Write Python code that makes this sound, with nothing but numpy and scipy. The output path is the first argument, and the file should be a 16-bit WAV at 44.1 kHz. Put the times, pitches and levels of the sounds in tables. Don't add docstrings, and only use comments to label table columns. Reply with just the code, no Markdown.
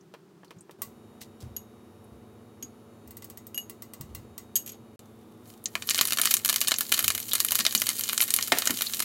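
import sys
import numpy as np
from scipy import signal
from scipy.fft import rfft, irfft
from scipy.io import wavfile
from scipy.ndimage import uniform_filter1d

SR = 44100
rng = np.random.default_rng(int(sys.argv[2]) if len(sys.argv) > 2 else 0)


def materialize(psi):
    bounded = np.clip(np.atleast_2d(psi).T, -1, 1)
    quanta = np.round(bounded * 32767).astype(np.int16)
    wavfile.write(sys.argv[1], SR, quanta)


N = 398663
BLOW_SAMPLES = 16384
AGE_S, BINS_HZ = np.arange(BLOW_SAMPLES) / SR, np.fft.rfftfreq(BLOW_SAMPLES, 1 / SR)
TIME_S = np.arange(N) / SR

# f/Hz, density/dB per Hz (relative)
QUIET_SPECTRUM = [(18, -54), (30, -52), (95, -15), (179, 1.5), (245, -11.5), (384, 1), (486, -16.5),
                  (1350, -21), (1540, -24), (2170, -29), (5900, -33), (10500, -38.5), (16000, -40)]
# f/Hz, density/dB per Hz (relative)
FAN_SPECTRUM = [(15, -65), (25, -37), (97, 0), (141, -5.5), (223, -7), (270, -10), (317, -2), (427, -6.5),
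                (516, -12.5), (1290, -17), (1560, -25), (3720, -32.5), (4740, -38), (11500, -38.5),
                (16000, -40)]
QUIET_DB, FAN_DB = -56.5, -54.5
# f/Hz, level/dB
HUM_PARTIALS = [(107.7, -62), (215.6, -58.5), (240.5, -58.5), (323, -69.5), (352, -68.5), (431, -64.5),
                (478, -68), (565, -70), (732, -72), (870, -79)]
# f/Hz, level before dropout/dB, level after/dB
WHINE_PARTIALS = [(2354, -81, -89), (2942.5, -83, -88), (3531, -95, -79), (3766.4, -77, -79),
                  (4355, -85, -89), (5532, -91, -84), (6356, -86, -93), (7062, -83, -87), (9063, -88, -88),
                  (10357.6, -84, -92)]
# f/Hz, level per overtone/dB
BUZZ_ENVELOPE = [(1600, -94), (5000, -98), (9500, -97), (11500, -91), (15500, -103)]
HUM_START_S, DROPOUT_S = .787, (4.96, 4.9925)
HUM_WAVER_DB, HUM_BLUR_RAD = 0.36, 1.25
WHINE_WAVER_DB, WHINE_BLUR_RAD = 1.5, 0.25
BUZZ_HZ, BUZZ_SPREAD_DB = 117.7, 3.5
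RETURN_CLICK_DB = -46.5
BAND_LIMIT_HZ = 16100

# t/s, level/dB, f/Hz
BUMP_EVENTS = [(0.562, -48.5, 171), (1.422, -40, 100), (1.438, -54, 66.3), (2.119, -51, 80),
               (2.63, -46, 260), (3.059, -52, 87), (4.001, -42, 152), (4.019, -49, 75), (4.09, -46.5, 80),
               (4.169, -44.5, 90), (7.031, -43.5, 89), (7.594, -41.5, 204), (7.752, -41, 227),
               (8.70, -33, 242)]
# t/s, level/dB, f/Hz, t60/s
SCRAPE_EVENTS = [(1.207, -43.5, 4400, 0.11), (1.402, -49, 5330, 0.096), (4.663, -54, 2800, 0.12),
                 (4.691, -52, 3500, 0.11), (4.72, -56, 3200, 0.13)]
# t/s, level/dB, f/Hz
BUBBLE_EVENTS = [(0.01, -60.5, 5940), (0.48, -61, 4300), (0.586, -57, 6800), (0.608, -47.5, 8300),
                 (2.043, -59, 10500), (5.657, -24, 6670), (6.762, -30, 6370), (7.318, -24.5, 3760),
                 (7.777, -24, 6470), (8.868, -25, 4200)]
BUMP_T60_CYCLES, BUBBLE_T60_S = 44, 0.041

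# t/s, level/dB, tilt at 1.5 kHz/dB, tilt at 12 kHz/dB
SQUELCH_EVENTS = [(0.1395, -42.5, 4, -2), (0.1479, -47.5, 7, -9), (0.4325, -49, 23, -6),
                  (0.447, -55, -16, -3), (0.5075, -44, 3.5, -1), (0.6945, -44, 24, 11),
                  (0.7103, -50, -9, 4)]
# t/s, level/dB, tilt at 1.5 kHz/dB
KNOCK_EVENTS = [(8.5202, -13.5, 6.5), (8.5275, -32, 13), (8.5735, -27.5, 1), (8.696, -30.5, 7)]
# t/s, level/dB, tilt at 12 kHz/dB
TICK_EVENTS = [(0.819, -26, 2.5), (1.215, -42.5, -3), (3.076, -48.5, 0), (3.108, -42.5, 3.5),
               (3.1695, -38.5, 4), (3.2224, -44, -10), (3.2439, -39, 2), (3.3, -40.5, -0.5),
               (3.374, -38.5, 0.5), (3.468, -40.5, 5.5), (3.697, -36.5, 1.5), (3.822, -36, 1.5),
               (3.936, -38.5, -1.5), (4.0106, -36.5, -0.5), (4.149, -35, 0), (4.3794, -34, 0.5)]
# t/s, level/dB, contact against ring/dB, extra on lowest mode/dB, tilt at 12 kHz/dB
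CLINK_EVENTS = [(1.565, -29.5, -19, -9, -5.5), (2.626, -35, -12.5, -18, -15), (3.5452, -34.5, -14, 7, -9),
                (3.5771, -25, -15, 4.5, -7.5), (4.5559, -18.5, -4, -4, 3.5), (4.5628, -23, -1, 11, 0.5),
                (4.662, -37, 2, -9, 0), (4.676, -36.5, 0, -9, -7), (4.6924, -38, -1, -4, -7),
                (4.7186, -42, -5, -6, 6)]
# t/s, level/dB, tilt at 1.5 kHz/dB, tilt at 12 kHz/dB, cavity f/Hz
POP_EVENTS = [(5.641, -40, -11, 15, 12000), (5.6581, -29.5, -13, -21, 7000),
              (5.7535, -21.5, 12.5, -6, 2370), (5.823, -30.5, 4, -10, 7750), (5.873, -31, -3, 12, 14000),
              (5.8903, -21.5, -5.5, -19, 12200), (5.897, -22, -19, 5, 8500), (5.9056, -22.5, -6, -4, 2880),
              (5.909, -19, -4.5, -8, 7250), (5.9465, -21.5, -3, -7, 8050), (5.958, -26, -8, -5, 14200),
              (5.9779, -24.5, 1, -6, 9200), (5.984, -22.5, 0, 7, 3000), (5.99, -18.5, -0.5, -22, 3180),
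              (6.0115, -12, -1.5, -3.5, 14200), (6.0533, -21, -1, 5, 4460), (6.073, -24.5, -4, 4, 9700),
              (6.1071, -24.5, -3, -1, 2700), (6.1228, -20, 0.5, -4, 2700), (6.1326, -21, 1, 4.5, 4400),
              (6.1726, -23.5, 0, -1, 4400), (6.1859, -20, 0, -10, 14500), (6.1968, -22, 13, 11, 2300),
              (6.2155, -15, -3, 1.5, 9800), (6.2344, -28.5, 4, -12, 2100), (6.2557, -15, -1, 1, 9600),
              (6.2732, -21.5, -5.5, -17, 14500), (6.3089, -22, -4, 0, 13400),
              (6.3121, -17, -4, -2.5, 13600), (6.34, -11.5, -5, 7, 2700), (6.3687, -21.5, -4, 1, 8200),
              (6.4488, -18.5, -2.5, 0.5, 12800), (6.459, -18, -2, 7.5, 1900), (6.4794, -26, -2, 0, 8700),
              (6.4905, -19.5, -3.5, -9, 10000), (6.4962, -17.5, -1, -2.5, 10000),
              (6.5003, -20.5, -1, -1, 14100), (6.528, -22, 0.5, 3, 3000), (6.542, -23.5, 0, -1, 14300),
              (6.561, -17.5, -2.5, -1.5, 13800), (6.6064, -25, -18, 8, 1800),
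              (6.6145, -16, -3.5, -3, 14300), (6.6477, -32.5, 3, -5, 9000), (6.6733, -22.5, -15, -24, 8900),
              (6.678, -23, 0, 2, 8500), (6.6835, -17.5, -2.5, 0.5, 9200), (6.71, -22.5, -5, -8, 7300),
              (6.718, -16.0, 6, -5, 4380), (6.7409, -23, -4.5, -15, 7200), (6.7856, -20.5, -1, 13, 4450),
              (6.8085, -18.5, 3.5, 1.5, 14500), (6.9196, -20.5, 5, 0, 1930), (6.9236, -13.5, 2, 3.5, 3030),
              (6.9392, -23, -5, -2, 3100), (6.943, -19, -2, 1, 4100), (6.9783, -25, 2, -4, 14500),
              (6.992, -15, 4.5, 6.5, 3120), (7.0058, -28, 2, -3, 4300), (7.0268, -26.5, 9, 13, 9600),
              (7.0437, -18.5, -2, -0.5, 14400), (7.0802, -14, -4, 3.5, 2780),
              (7.1035, -19.5, 1, -6.5, 10500), (7.151, -23, 2, 2, 14200), (7.1784, -26.5, 4, 4.5, 2600),
              (7.202, -30, -15, 6, 13100), (7.3338, -17, -0.5, 4.5, 3120),
              (7.3528, -18.5, -1.5, -0.5, 10200), (7.4027, -15, -3, 4.5, 4450),
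              (7.4487, -17.5, 5.5, 12, 11100), (7.486, -24.5, -2, 1, 3020), (7.5085, -22, -2, 6, 4400),
              (7.52, -16, 3, 5.5, 2880), (7.549, -27, -8, -4, 9600), (7.5545, -15.5, -3, 1, 13900),
              (7.5903, -19.5, 4, 2.5, 14500), (7.6006, -23, -4, -8, 8200), (7.6066, -22.0, -7, -13, 1800),
              (7.6518, -19.5, -4, -14, 10800), (7.6653, -14, -2, -8, 3540), (7.726, -33, 11, 7, 9500),
              (7.7504, -13.5, -4.5, 3, 4630), (7.8186, -18, 1.5, -3.5, 14400), (7.868, -23, 1, 1, 4530),
              (7.8905, -17.5, 0, -0.5, 9600), (7.9942, -23.5, 1, 7, 12500), (8.01, -26, -4, 3, 3000),
              (8.037, -24.5, -11, -4, 6750), (8.0902, -23, -2, 4, 3550), (8.0957, -24.5, 0, -20, 3600),
              (8.1273, -31, 11, 10, 5000), (8.1312, -22, 8, 10, 2920), (8.178, -17.5, -5.5, -4.5, 8800),
              (8.2047, -19, 1.5, -3, 2170), (8.2132, -15, -10, 20, 10600), (8.2194, -21, -9, 0, 8700),
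              (8.2231, -21, -1.5, -8, 8800), (8.2288, -21, 5, 11, 11900), (8.2376, -25, -3, 11, 3200),
              (8.3055, -20, -6, -1, 8700), (8.3396, -13.5, -4.5, 7, 9900),
              (8.3637, -17.5, -4.5, 4.5, 10400), (8.388, -23, 8.5, -4, 6700),
              (8.4262, -21.5, -12, -10, 11400), (8.438, -31, -10, 1, 9300), (8.4802, -29, 11, 12, 7600),
              (8.5863, -18, -7, 1, 13700), (8.6212, -23.5, 2, -9, 3700), (8.656, -23, -4, 4, 8300),
              (8.6733, -15.5, 1.5, -3, 6840), (8.7072, -20.5, 8, 7.5, 4440), (8.7411, -36, -4, 10, 8400),
              (8.789, -29.5, 2, 0, 3000), (8.8094, -24, -0.5, -7, 12100), (8.8208, -19, 0, 5, 3730),
              (8.9363, -24.5, -9, -8, 3530), (9.003, -20, 2.5, 1.5, 11800)]
TICK_BODY_DB = 1
CLINK_BOUNCE_S, CLINK_BOUNCE_DB = 0.0055, -17
REMNANT_MAX_S, REMNANT_DB, REMNANT_SPREAD_DB = .004, -16, 4.5

# f/Hz, share/dB, t60/s
DISH_MODES = [(265, 3.5, 0.085), (696, 4, 0.047), (890, 7, 0.041), (1375, 1, 0.046), (1812, 0, 0.091),
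              (2143, 0, 0.12)]
# f/Hz, share/dB, t60/s
RIM_MODES = [(1116, 2, 0.12), (1982, -1.5, 0.13), (2043, -0.5, 0.14), (2770, -4.5, 0.14), (4220, 1, 0.076),
             (4670, -5, 0.11), (6700, 1, 0.15), (8240, -6, 0.11), (8450, 13.5, 0.049), (10700, 8, 0.026),
             (11400, 20, 0.029), (13700, 18, 0.038), (15800, 18, 0.033)]
# f/Hz, share/dB, t60/s
SPOON_MODES = [(2885, -16.5, 0.085), (4850, -23, 0.058), (6560, -13, 0.061), (6650, 3, 0.056),
               (6720, -17, 0.11), (8200, -20, 0.088), (11540, 6.5, 0.029), (11600, -14, 0.11),
               (11810, 6.5, 0.017), (15300, -15, 0.043)]
# f/Hz, share/dB, t60/s
PAN_MODES = [(1190, 7.5, 0.016), (1870, -4, 0.13), (1827, -15.5, 0.4), (2130, 1, 0.05), (2433, 3.5, 0.059),
             (2880, 1, 0.081), (3000, 4.5, 0.037), (4106, 0, 0.035), (4530, 1.5, 0.064),
             (6670, 10.5, 0.039), (7250, -2, 0.061), (9040, 11, 0.019), (10500, -6, 0.06),
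             (11600, -5, 0.023)]
# f/Hz, width/Hz, gain/dB
PAN_NOTCHES = [(447, 185, -13), (736, 23, -15), (837, 42, -8), (942, 34, -11), (1900, 61, -13.5),
               (2400, 140, -3), (2760, 135, -6), (3383, 225, -6)]

# f/Hz, gain/dB
SQUELCH_COLOUR = [(100, -15), (480, 6.5), (750, 0), (1100, 5), (1500, -4), (3000, -3.5), (8000, -14.5),
                  (15500, -18)]
# f/Hz, gain/dB
THUD_COLOUR = [(40, -39), (150, -9), (330, 1), (520, -1.5), (720, 2), (950, -5), (2000, 1), (4000, -0.5),
               (15500, -12.5)]
# f/Hz, gain/dB
TICK_CRACK_COLOUR = [(100, -4), (800, -10), (2000, -10), (5000, -3.5), (8400, 0.5), (9700, -11.5),
                     (11500, -1), (15500, -1.5)]
# f/Hz, gain/dB
CONTACT_COLOUR = [(100, -34), (1000, -29), (2000, -6), (5000, -5.5), (6800, 1.5), (8300, 6.5), (9500, -11),
                  (11700, 6.5), (15500, -2)]
# f/Hz, gain/dB
POP_CRACK_COLOUR = [(35, -60), (250, -1.5), (660, -0.5), (830, -6), (1100, -0.5), (1600, -1), (3000, 3.5),
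                    (4200, 3.5), (5200, -1), (7000, 2), (9800, -2), (11500, 2), (13700, 0), (15500, -7)]

# t/s, level/dB
FRYING_LEVEL = [(5.0, -64), (5.4, -72), (5.49, -47), (5.6, -64), (5.72, -52), (5.85, -43), (6.05, -34),
                (6.15, -40.5), (6.31, -26), (6.41, -44), (6.5, -37.5), (6.8, -38), (6.87, -36.5),
                (6.95, -34), (7.25, -35.5), (7.55, -35), (7.8, -31), (8.25, -32.5), (9.04, -31.5)]
# f/Hz, density/dB per Hz (relative)
HISS_SPECTRUM = [(290, -46), (500, -25), (1230, -15), (1930, -17), (3860, 0), (5630, -13), (6700, 4.5),
                 (9920, 0.5), (11800, 5), (16000, 2.5)]
CRACKLE_START_S = 5.85
CAVITY_DB = 6.5
POP_SPREAD_DB = 4.5

KITCHEN_ECHOES = rng.standard_normal(BLOW_SAMPLES)
SHARED_ECHOES = 0.7


def amp(db):
    return 10 ** (np.asarray(db) / 20)


def unit(x):
    return x / np.sqrt(np.mean(x ** 2) + 1e-20)


def read(points, hz):
    f, db = np.transpose(points)
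    return np.interp(np.log(hz + 1), np.log(f + 1), db)


def add(mix, s, sound):
    part = mix[round(s * SR):][:len(sound)]
    part += sound[:len(part)]


def noise(points):
    gain = amp(read(points, np.fft.rfftfreq(N, 1 / SR)))
    return unit(irfft(rfft(rng.standard_normal(N)) * gain, N))


def drift(hz):
    knots = rng.standard_normal(BLOW_SAMPLES)
    return unit(np.interp(TIME_S * 2 * hz, np.arange(BLOW_SAMPLES), knots))


def coloured(x, db):
    log_gain = np.log(amp(np.r_[db, db[-2:0:-1]]))
    response = np.exp(np.conj(signal.hilbert(log_gain)))[:len(db)]
    return irfft(rfft(x) * response, BLOW_SAMPLES)


def blow(scatter_db, scatter_t60, room_db, room_t60):
    x = -signal.unit_impulse(BLOW_SAMPLES)
    for db, t60 in ((scatter_db, scatter_t60), (room_db, room_t60)):
        pattern = SHARED_ECHOES * KITCHEN_ECHOES + rng.standard_normal(BLOW_SAMPLES)
        echoes = pattern * amp(-60 * AGE_S / t60)
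        x = x + amp(db) * echoes / np.linalg.norm(echoes)
    return x


def ring(modes, spread_db):
    hz, db, t60 = np.transpose(modes)[:, :, None]
    share_db = db + spread_db * rng.standard_normal(hz.shape)
    envelopes = amp(share_db - 60 * AGE_S / t60)
    waves = np.sin(2 * np.pi * (hz * AGE_S + rng.random(hz.shape)))
    x = (envelopes * waves).sum(0)
    return x / np.linalg.norm(x)


def voiced(x, db, low_db=0, high_db=0):
    x = coloured(x, read([(1500, low_db), (5000, 0), (12000, high_db)], BINS_HZ))
    return amp(db) * x / np.sqrt(np.mean(x[AGE_S < .004] ** 2))


def strikes(rows, make):
    out = np.zeros(N)
    for s, *tone in rows:
        add(out, s, voiced(make(), *tone))
    return out


def bursts(rows, sharpness, rise_s, grain_db=0):
    out = np.zeros(N)
    for s, db, hz, t60 in rows:
        resonance = 1 / (1 + (sharpness * np.log((BINS_HZ + 1) / hz)) ** 2)
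        band = irfft(rfft(rng.standard_normal(BLOW_SAMPLES)) * resonance)
        slips_db = grain_db * unit(uniform_filter1d(rng.standard_normal(BLOW_SAMPLES), size=90))
        x = band * amp(slips_db - 60 * AGE_S / t60) * (1 - np.exp(-AGE_S / rise_s))
        add(out, s, amp(db) * x / np.sqrt(np.sum(x ** 2) / (SR * t60 / 10)))
    return out


def motor_hum():
    out = np.zeros(N)
    for hz, db in HUM_PARTIALS:
        phase = 2 * np.pi * hz * TIME_S + HUM_BLUR_RAD * drift(5)
        out += amp(db + HUM_WAVER_DB * drift(6.5)) * np.sqrt(2) * np.sin(phase)
    return out


def whine():
    out = np.zeros(N)
    for hz, before_db, after_db in WHINE_PARTIALS:
        level_db = np.where(TIME_S < DROPOUT_S[0], before_db, after_db) + WHINE_WAVER_DB * drift(1.79)
        phase = 2 * np.pi * hz * TIME_S + WHINE_BLUR_RAD * drift(18)
        out += amp(level_db) * np.sqrt(2) * np.sin(phase)
    return out


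def buzz():
    hz = BUZZ_HZ * np.arange(BLOW_SAMPLES // 2 + 1)
    db = read(BUZZ_ENVELOPE, hz) + BUZZ_SPREAD_DB * rng.standard_normal(len(hz))
    phases = np.exp(2j * np.pi * rng.random(len(hz)))
    overtones = amp(db) * phases * (hz > 0) * (hz < BAND_LIMIT_HZ)
    cycle = irfft(overtones) * BLOW_SAMPLES / np.sqrt(2)
    turns = BUZZ_HZ * TIME_S + .002 * drift(2)
    return np.interp(turns % 1 * BLOW_SAMPLES, np.arange(BLOW_SAMPLES), cycle)


def kitchen():
    fan = amp(FAN_DB) * noise(FAN_SPECTRUM) + motor_hum() + whine() + buzz()
    return np.where(TIME_S < HUM_START_S, amp(QUIET_DB) * noise(QUIET_SPECTRUM), fan)


def return_click():
    return strikes([(DROPOUT_S[1], RETURN_CLICK_DB)], pop)


def bumps():
    rows = [(s, db, hz, BUMP_T60_CYCLES / hz) for s, db, hz in BUMP_EVENTS]
    return bursts(rows, sharpness=4.2, rise_s=0.00073)


def scrapes():
    return bursts(SCRAPE_EVENTS, sharpness=1.4, rise_s=0.0058, grain_db=4)


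def bubbles():
    rows = [(*row, BUBBLE_T60_S) for row in BUBBLE_EVENTS]
    return bursts(rows, sharpness=9.9, rise_s=0.0001)


def squelch():
    puff = blow(scatter_db=5, scatter_t60=0.047, room_db=-3, room_t60=0.17)
    return coloured(puff, read(SQUELCH_COLOUR, BINS_HZ))


def knock():
    impact = blow(scatter_db=13, scatter_t60=0.038, room_db=6, room_t60=0.37)
    thud = coloured(impact, read(THUD_COLOUR, BINS_HZ))
    return thud + amp(2.0) * ring(DISH_MODES, spread_db=1.5)


def tick():
    crack = blow(scatter_db=8, scatter_t60=0.051, room_db=4, room_t60=0.2)
    return coloured(crack, read(TICK_CRACK_COLOUR, BINS_HZ)) + amp(8.5) * ring(RIM_MODES, spread_db=3)


def pan_ticks():
    return strikes([(s, db, TICK_BODY_DB, treble_db) for s, db, treble_db in TICK_EVENTS], tick)


def clink(contact_db, lowest_db):
    impact = blow(scatter_db=4.0, scatter_t60=0.036, room_db=-10, room_t60=0.14)
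    contact = coloured(impact, read(CONTACT_COLOUR, BINS_HZ))
    (hz, db, t60), *upper = SPOON_MODES
    modes = ring([(hz, db + lowest_db, t60), *upper], spread_db=3.0)
    echoes = blow(scatter_db=-1.5, scatter_t60=0.033, room_db=-7.5, room_t60=0.19)
    touch = amp(contact_db) * contact / np.linalg.norm(contact) + modes
    return signal.fftconvolve(touch, echoes)[:BLOW_SAMPLES]


def spoon():
    out = np.zeros(N)
    for s, db, contact_db, lowest_db, treble_db in CLINK_EVENTS:
        x = clink(contact_db, lowest_db)
        bounce = amp(CLINK_BOUNCE_DB) * clink(contact_db, lowest_db)
        add(x, CLINK_BOUNCE_S * rng.uniform(.7, 1.3), bounce)
        add(out, s, voiced(x, db, 0, treble_db))
    return out


def frying_db(t):
    return np.interp(t, *np.transpose(FRYING_LEVEL), left=-np.inf)


def pop(cavity_hz=None):
    scatter_db = -2 + POP_SPREAD_DB * rng.standard_normal()
    crack = blow(scatter_db, scatter_t60=0.016, room_db=-4, room_t60=0.1)
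    notches_db = sum(db / (1 + ((BINS_HZ - hz) / width) ** 4) for hz, width, db in PAN_NOTCHES)
    cavity_hz = cavity_hz or np.exp(rng.uniform(np.log(3000), np.log(15000)))
    cavity_db = CAVITY_DB / (1 + (10 * (BINS_HZ / cavity_hz - 1)) ** 2)
    colour_db = read(POP_CRACK_COLOUR, BINS_HZ) + notches_db + cavity_db
    return coloured(crack, colour_db) + amp(-7.0) * ring(PAN_MODES, spread_db=3.5)


def sizzle(per_s, size_db, tilt_db, count=16):
    fry = np.zeros(N)
    for _ in range(count):
        sizes = amp(size_db * np.minimum(rng.exponential(1, N), 4))
        train = sizes * (rng.random(N) < per_s / count / SR)
        low_db, high_db = tilt_db * rng.standard_normal(2) + [-4, 0]
        fry += signal.oaconvolve(train, voiced(pop(), 0, low_db, high_db))[:N]
    return amp(frying_db(TIME_S)) * (amp(-5.0) * unit(fry) + amp(-7.5) * noise(HISS_SPECTRUM))


def crackle(per_s, over_db, spread_db, tilt_db, body_db, count=12, size=300):
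    shapes = []
    for _ in range(count):
        low_db, high_db = tilt_db * rng.standard_normal(2) + [body_db, 0]
        shapes.append(voiced(pop(), 0, low_db, high_db))
    out = np.zeros(N)
    for k, (when, softness) in enumerate(rng.random((size, 2))):
        s = CRACKLE_START_S + (k + when) / per_s
        add(out, s, amp(frying_db(s) + over_db - spread_db * softness) * shapes[k % count])
    return out


def big_pops():
    out = np.zeros(N)
    for s, db, body_db, treble_db, cavity_hz in POP_EVENTS:
        x = pop(cavity_hz)
        remnant = amp(REMNANT_DB + REMNANT_SPREAD_DB * rng.standard_normal()) * x
        add(x, REMNANT_MAX_S * rng.uniform(0.22, 1), remnant)
        add(out, s, voiced(x, db, body_db, treble_db))
    return out


def scene():
    background = kitchen() + return_click() + bumps() + scrapes() + bubbles()
    handling = strikes(SQUELCH_EVENTS, squelch) + strikes(KNOCK_EVENTS, knock) + pan_ticks() + spoon()
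    frying = sizzle(per_s=600, size_db=7.0, tilt_db=3.5)
    frying += crackle(per_s=32, over_db=3.0, spread_db=10.5, tilt_db=6.0, body_db=-5.0)
    frying += big_pops()
    return (background + handling + frying)[None]


def record(dry):
    highpass = signal.butter(3, 50, "highpass", fs=SR, output="sos")
    thin = signal.sosfilt(highpass, dry)
    live = (TIME_S < DROPOUT_S[0]) | (TIME_S > DROPOUT_S[1])
    held = np.clip(thin * live, -.9, .9)
    lowpass = signal.firwin(201, BAND_LIMIT_HZ, window=("kaiser", 10), fs=SR)
    return signal.oaconvolve(held, lowpass[None], "same")


dry = scene()
out = record(dry)
materialize(out)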